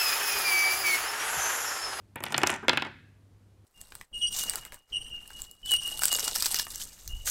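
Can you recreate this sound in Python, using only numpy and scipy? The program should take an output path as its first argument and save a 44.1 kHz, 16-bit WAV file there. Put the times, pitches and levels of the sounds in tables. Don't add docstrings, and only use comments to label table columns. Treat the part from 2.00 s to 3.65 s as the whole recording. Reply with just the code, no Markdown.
import sys
import numpy as np
from scipy import signal
from scipy.fft import rfft, irfft
from scipy.io import wavfile

SR = 44100
rng = np.random.default_rng(int(sys.argv[2]) if len(sys.argv) > 2 else 0)


def generate_wav(signal):
    frames = np.transpose(np.atleast_2d(signal))
    scaled = np.clip(frames, -1, 1) * 32767
    pcm = np.round(scaled).astype(np.int16)
    wavfile.write(sys.argv[1], SR, pcm)


N = 72765
HIT_SAMPLES = 16384
HIT_S, HIT_HZ = np.arange(HIT_SAMPLES) / SR, np.fft.rfftfreq(HIT_SAMPLES, 1 / SR)
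SCENE_S = np.arange(N) / SR


def amp(db):
    return 10 ** (np.asarray(db) / 20)


def unit_energy(x):
    return x / np.sqrt(np.sum(x ** 2) + 1e-20)


def decay(time_s, t60_s):
    return np.exp(-np.log(1000) * time_s / t60_s)


def curve_at(rows, hz):
    columns = np.transpose(rows)
    return np.interp(np.log(hz + 1), np.log(columns[0]), columns[1])


def colour(x, gain):
    mirrored = np.r_[gain, gain[-2:0:-1]]
    log_gain = np.log(np.maximum(mirrored, 1e-5))
    response = np.exp(np.conj(signal.hilbert(log_gain)))
    taps = np.fft.ifft(response).real[:HIT_SAMPLES // 4]
    return signal.fftconvolve(x, taps)[:len(x)]


def reflections(t60_rows, rise_s, samples):
    hz, time_s, bands = signal.stft(rng.standard_normal(samples), SR, nperseg=samples // 128)
    bands = bands * decay(time_s, curve_at(t60_rows, hz)[:, None])
    tail = signal.istft(bands, SR)[1][:samples]
    swell = 1 - np.exp(-(np.arange(samples) / SR / rise_s) ** 2)
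    return unit_energy(tail * swell)


def ring(modes, detune):
    sound = np.zeros(HIT_SAMPLES)
    for hz, db, t60_s in modes:
        tuned_hz = hz * (1 + detune * rng.standard_normal())
        sound += amp(db) * decay(HIT_S, t60_s) * np.sin(2 * np.pi * tuned_hz * HIT_S)
    return unit_energy(sound)


# frequency in Hz, relative density in dB.
NOISE_SPECTRUM = [(25, -23.5), (45, -9), (65, -6.5), (100, -6.5), (135, -12), (200, -13.5), (280, -16),
                  (400, -21), (700, -28.5), (1200, -32), (2000, -36.5), (10000, -44), (16000, -52.5)]


def background(noise_db=-62, hum_db=-59.5, hum_hz=99.6):
    gain = amp(curve_at(NOISE_SPECTRUM, np.fft.rfftfreq(N, 1 / SR)))
    noise = irfft(rfft(rng.standard_normal(N)) * gain, N)
    hum = np.sin(2 * np.pi * (hum_hz * SCENE_S + rng.random()))
    return np.sqrt(N) * (amp(noise_db) * unit_energy(noise) + amp(hum_db) * unit_energy(hum))


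# frequency in Hz, gain in dB, T60 in seconds.
ROOM_BANDS = [(100, 0.5, 0.92), (200, 1, 0.81), (350, -1.5, .28), (600, 0, .28), (1000, 1, 0.24),
              (1678, -3, 0.62), (3100, -8.5, 0.52), (4200, -9, 0.56), (6000, -7.5, 0.44), (9800, -8.5, .33),
              (16000, -8, 0.12)]


def room(x):
    tail = reflections([(hz, t60_s) for hz, _, t60_s in ROOM_BANDS], rise_s=0.0093, samples=SR)
    tail = colour(tail, amp(curve_at(ROOM_BANDS, HIT_HZ)))
    return signal.fftconvolve(x, tail)[:N]


# travel time at 1 kHz in seconds, relative level in dB.
WAVE_PATHS = [(.00125, -1.5), (.0039, -7.5), (.0053, -10.5), (.0075, -12.5), (0.0095, -17)]


def bending_waves(path_spread=0.06):
    spectrum = 0
    for travel_s, db in WAVE_PATHS:
        delay_s = travel_s * np.exp(path_spread * rng.standard_normal())
        spectrum += amp(db) * np.exp(-4j * np.pi * delay_s * np.sqrt(HIT_HZ * 1000))
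    waves = irfft(spectrum * HIT_HZ / (HIT_HZ + 60))
    return unit_energy(waves * (HIT_S < HIT_S[-1] / 2))


# frequency in Hz, relative level in dB, T60 in seconds.
TOP_MODES = [(85.8, -11.5, .5), (144.3, -6, 0.32), (241.5, -3, 0.17), (361, -0.5, .13), (385.5, -3.5, .12),
             (692, -7, .1), (903, 2, 0.057), (992, -6.5, 0.14), (1389, 3.5, 0.16), (1505, 2, 0.18),
             (1783, -0.5, .2), (2166, -2.5, 0.19), (2544, -5, 0.29), (2670, -12, 0.25), (2912, -3.5, 0.2),
             (3460, -4, 0.14)]
# frequency in Hz, T60 in seconds.
SCATTER_DECAY = [(100, 0.055), (400, 0.049), (1200, 0.044), (3000, 0.035), (6000, 0.016), (15000, 0.024)]
# frequency in Hz, relative gain in dB.
WOOD_SPECTRUM = [(25, -47), (60, -20.5), (130, -4), (190, -8), (280, -1), (480, -3.5), (700, -2),
                 (950, 0.5), (1400, -2.5), (2700, 0.5), (4000, 2), (8000, -3), (16000, -20)]


def knock(cutoff_hz, tilt_db_per_oct, scatter_db=-3.5, ring_db=-13.5):
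    body = bending_waves()
    body += amp(scatter_db) * reflections(SCATTER_DECAY, rise_s=0.0015, samples=HIT_SAMPLES)
    body += amp(ring_db) * ring(TOP_MODES, detune=0)
    tilt_db = tilt_db_per_oct * np.log2(HIT_HZ + 170)
    gain = amp(curve_at(WOOD_SPECTRUM, HIT_HZ) + tilt_db)
    gain /= np.sqrt(1 + (HIT_HZ / cutoff_hz) ** (2 * 4.92))
    return unit_energy(colour(body, gain / gain.max()))


# start in seconds, end in seconds, median energy of one slip in dB.
SKIDS = [(0.156, 0.187, -26.5), (0.253, 0.321, -27.5), (0.369, 0.418, -24.5), (0.502, 0.562, -21.5),
         (0.855, 0.883, -28)]


def sliding(slips_per_s=700, spread_db=2.5):
    chance = rng.random(N)
    sizes = amp(spread_db * rng.standard_normal(N)) * np.sign(rng.standard_normal(N))
    slips = np.zeros(N)
    for start_s, end_s, db in SKIDS:
        active = (SCENE_S > start_s) & (SCENE_S < end_s)
        slips += amp(db) * sizes * active * (chance < slips_per_s / SR)
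    return signal.fftconvolve(slips, knock(cutoff_hz=2650, tilt_db_per_oct=0))[:N]


# frequency in Hz, relative level in dB, T60 in seconds.
ADAPTER_MODES = [(3640, -4.5, 0.037), (5130, 3.5, 0.014), (5326, -5.5, 0.0049), (7320, -2, 0.014),
                 (8150, 0, 0.0093), (9770, -3, 0.011), (11620, -4, 0.015), (14770, -9.5, 0.013)]


def tick(centre_hz, width_oct, crack_db=7.5, cutoff_hz=13000):
    crack = unit_energy(rng.standard_normal(HIT_SAMPLES) * decay(HIT_S, t60_s=0.0082))
    shell = ring(ADAPTER_MODES, detune=0.024)
    offset_oct = np.log2((HIT_HZ + 1) / centre_hz)
    gain = 1 / (1 + (offset_oct / width_oct) ** 2)
    gain /= np.sqrt(1 + (HIT_HZ / cutoff_hz) ** 6)
    return unit_energy(colour(shell + amp(crack_db) * crack, gain))


# start in seconds, end in seconds, ticks per second, median tick energy in dB.
PLUG_RATTLES = [(.24, .43, 430, -40.5), (.475, 0.533, 930, -34), (0.527, 0.566, 900, -39.5),
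                (.70, 0.788, 400, -46.5)]


def plug_chatter(spread_db=4):
    chance = rng.random(N)
    sizes = amp(spread_db * rng.standard_normal(N))
    clicks = np.zeros(N)
    for start_s, end_s, ticks_per_s, db in PLUG_RATTLES:
        active = (SCENE_S > start_s) & (SCENE_S < end_s)
        clicks += amp(db) * sizes * active * (chance < ticks_per_s / SR)
    return signal.fftconvolve(clicks, tick(centre_hz=6900, width_oct=0.46))[:N]


# start in seconds, knock energy in dB, knock cutoff in Hz, knock tilt in
# dB per octave, tick energy in dB, tick centre in Hz, tick half-width in octaves.
IMPACTS = [ (.1580, -9.5, 2591, -4, -19, 12000, .5), (.2050, -13, 2673, -3.5, -27.5, 8070, .45),
           (0.2242, -16, 2197, -3.5, -37.5, 9000, .6), (0.2307, -17.5, 2620, -4.5, -27.5, 10000, 0.81),
           (0.2379, -5, 3700, -1, -9, 10500, .9), (0.255, -15.5, 2670, -3, -23.5, 8334, .7),
           (0.2645, -9.5, 3418, 1, -25.5, 5980, .7), (0.3051, -14.5, 2800, -5, -29.5, 6560, .6),
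           (.3230, -8, 3168, -2.5, -13.5, 7450, .8), (0.3289, -13, 1888, -1, -25.5, 12030, .6),
           (.3435, 3.5, 3834, .5, -21.5, 4800, .4), (0.3647, -12, 3390, 0, -22.5, 6483, .4),
           (0.3796, 0.5, 2715, 0, -0.5, 7330, .6), (0.3897, -24.5, 2407, -1.5, -23.5, 11910, .4),
           (.4163, -5, 3200, -2.5, -22.5, 6506, .6), (0.4337, 8.5, 2714, -0.5, -5, 5600, .7),
           (0.4649, -6, 3027, 2, -22, 7470, .6), (0.472, -1, 3582, -0.5, 1.5, 6310, .6),
           (0.485, -24, 3020, -2.5, -21, 7540, .5), (0.4949, 1.5, 2900, 0.5, -16.5, 5925, .5),
           (.5020, -6, 2800, 0.5, -8, 7736, .35), (0.5083, -12.5, 2570, 3.5, -20.5, 8846, .3),
           (0.5155, -17.5, 2768, 0.5, -15, 6854, .25), (0.5282, -5.5, 2340, -.5, -23.5, 7880, .5),
           (0.5403, -13.5, 3047, 1.5, -17.5, 6847, .45), (0.5472, -16.5, 2553, -1.5, -27.5, 6910, .5),
           (0.6286, -15, 1577, -2.5, -51, 7040, .6), (0.6338, -12.5, 1900, -2.5, -46, 11000, .6),
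           (0.647, -15, 1700, -1, -44, 10620, .4), (.6825, 8.5, 3400, -.5, -8, 4825, 0.81),
           (0.6941, 8.5, 4008, 0, -2.5, 4800, .55), (0.7315, -0.5, 2822, -0.5, -20, 5515, .6),
           (0.7358, -12, 2657, -4, -27.5, 8610, .3), (0.759, -11, 2910, -2.5, -42, 4500, .5),
           (.7732, 4.5, 3385, 1.86, -11.5, 4800, .8), (0.7965, -19, 3704, 6, -41, 4500, .5),
           (0.8221, -1.5, 3605, -0.4, -15, 5030, .5), (0.849, -14, 2942, 1.5, -34, 6080, .6),
           (0.852, -12, 2660, 0, -38, 6010, .6), (0.8631, -14.5, 2782, -3.5, -43, 7000, .5),
           (0.8701, -23.5, 2800, 1, -36, 6000, .5)]


def toppling_adapters():
    knocks, ticks = np.zeros(N), np.zeros(N)
    for start_s, knock_db, cutoff_hz, tilt_db_per_oct, tick_db, centre_hz, width_oct in IMPACTS:
        onset = round(start_s * SR)
        span = slice(onset, onset + HIT_SAMPLES)
        knocks[span] += amp(knock_db) * knock(cutoff_hz, tilt_db_per_oct)
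        ticks[span] += amp(tick_db) * tick(centre_hz, width_oct)
    return knocks, ticks


def scene(wood_send_db=-10.5, shell_send_db=-13.5):
    knocks, ticks = toppling_adapters()
    shells = ticks + plug_chatter()
    wood = knocks + sliding()
    reverb = room(amp(wood_send_db) * wood + amp(shell_send_db) * shells)
    return (wood + shells + reverb + background())[None]


def record(dry):
    taps = signal.firwin(255, 15700, window=("kaiser", 8), fs=SR)
    return signal.oaconvolve(dry, taps[None], "same")


dry = scene()
out = record(dry)
generate_wav(out)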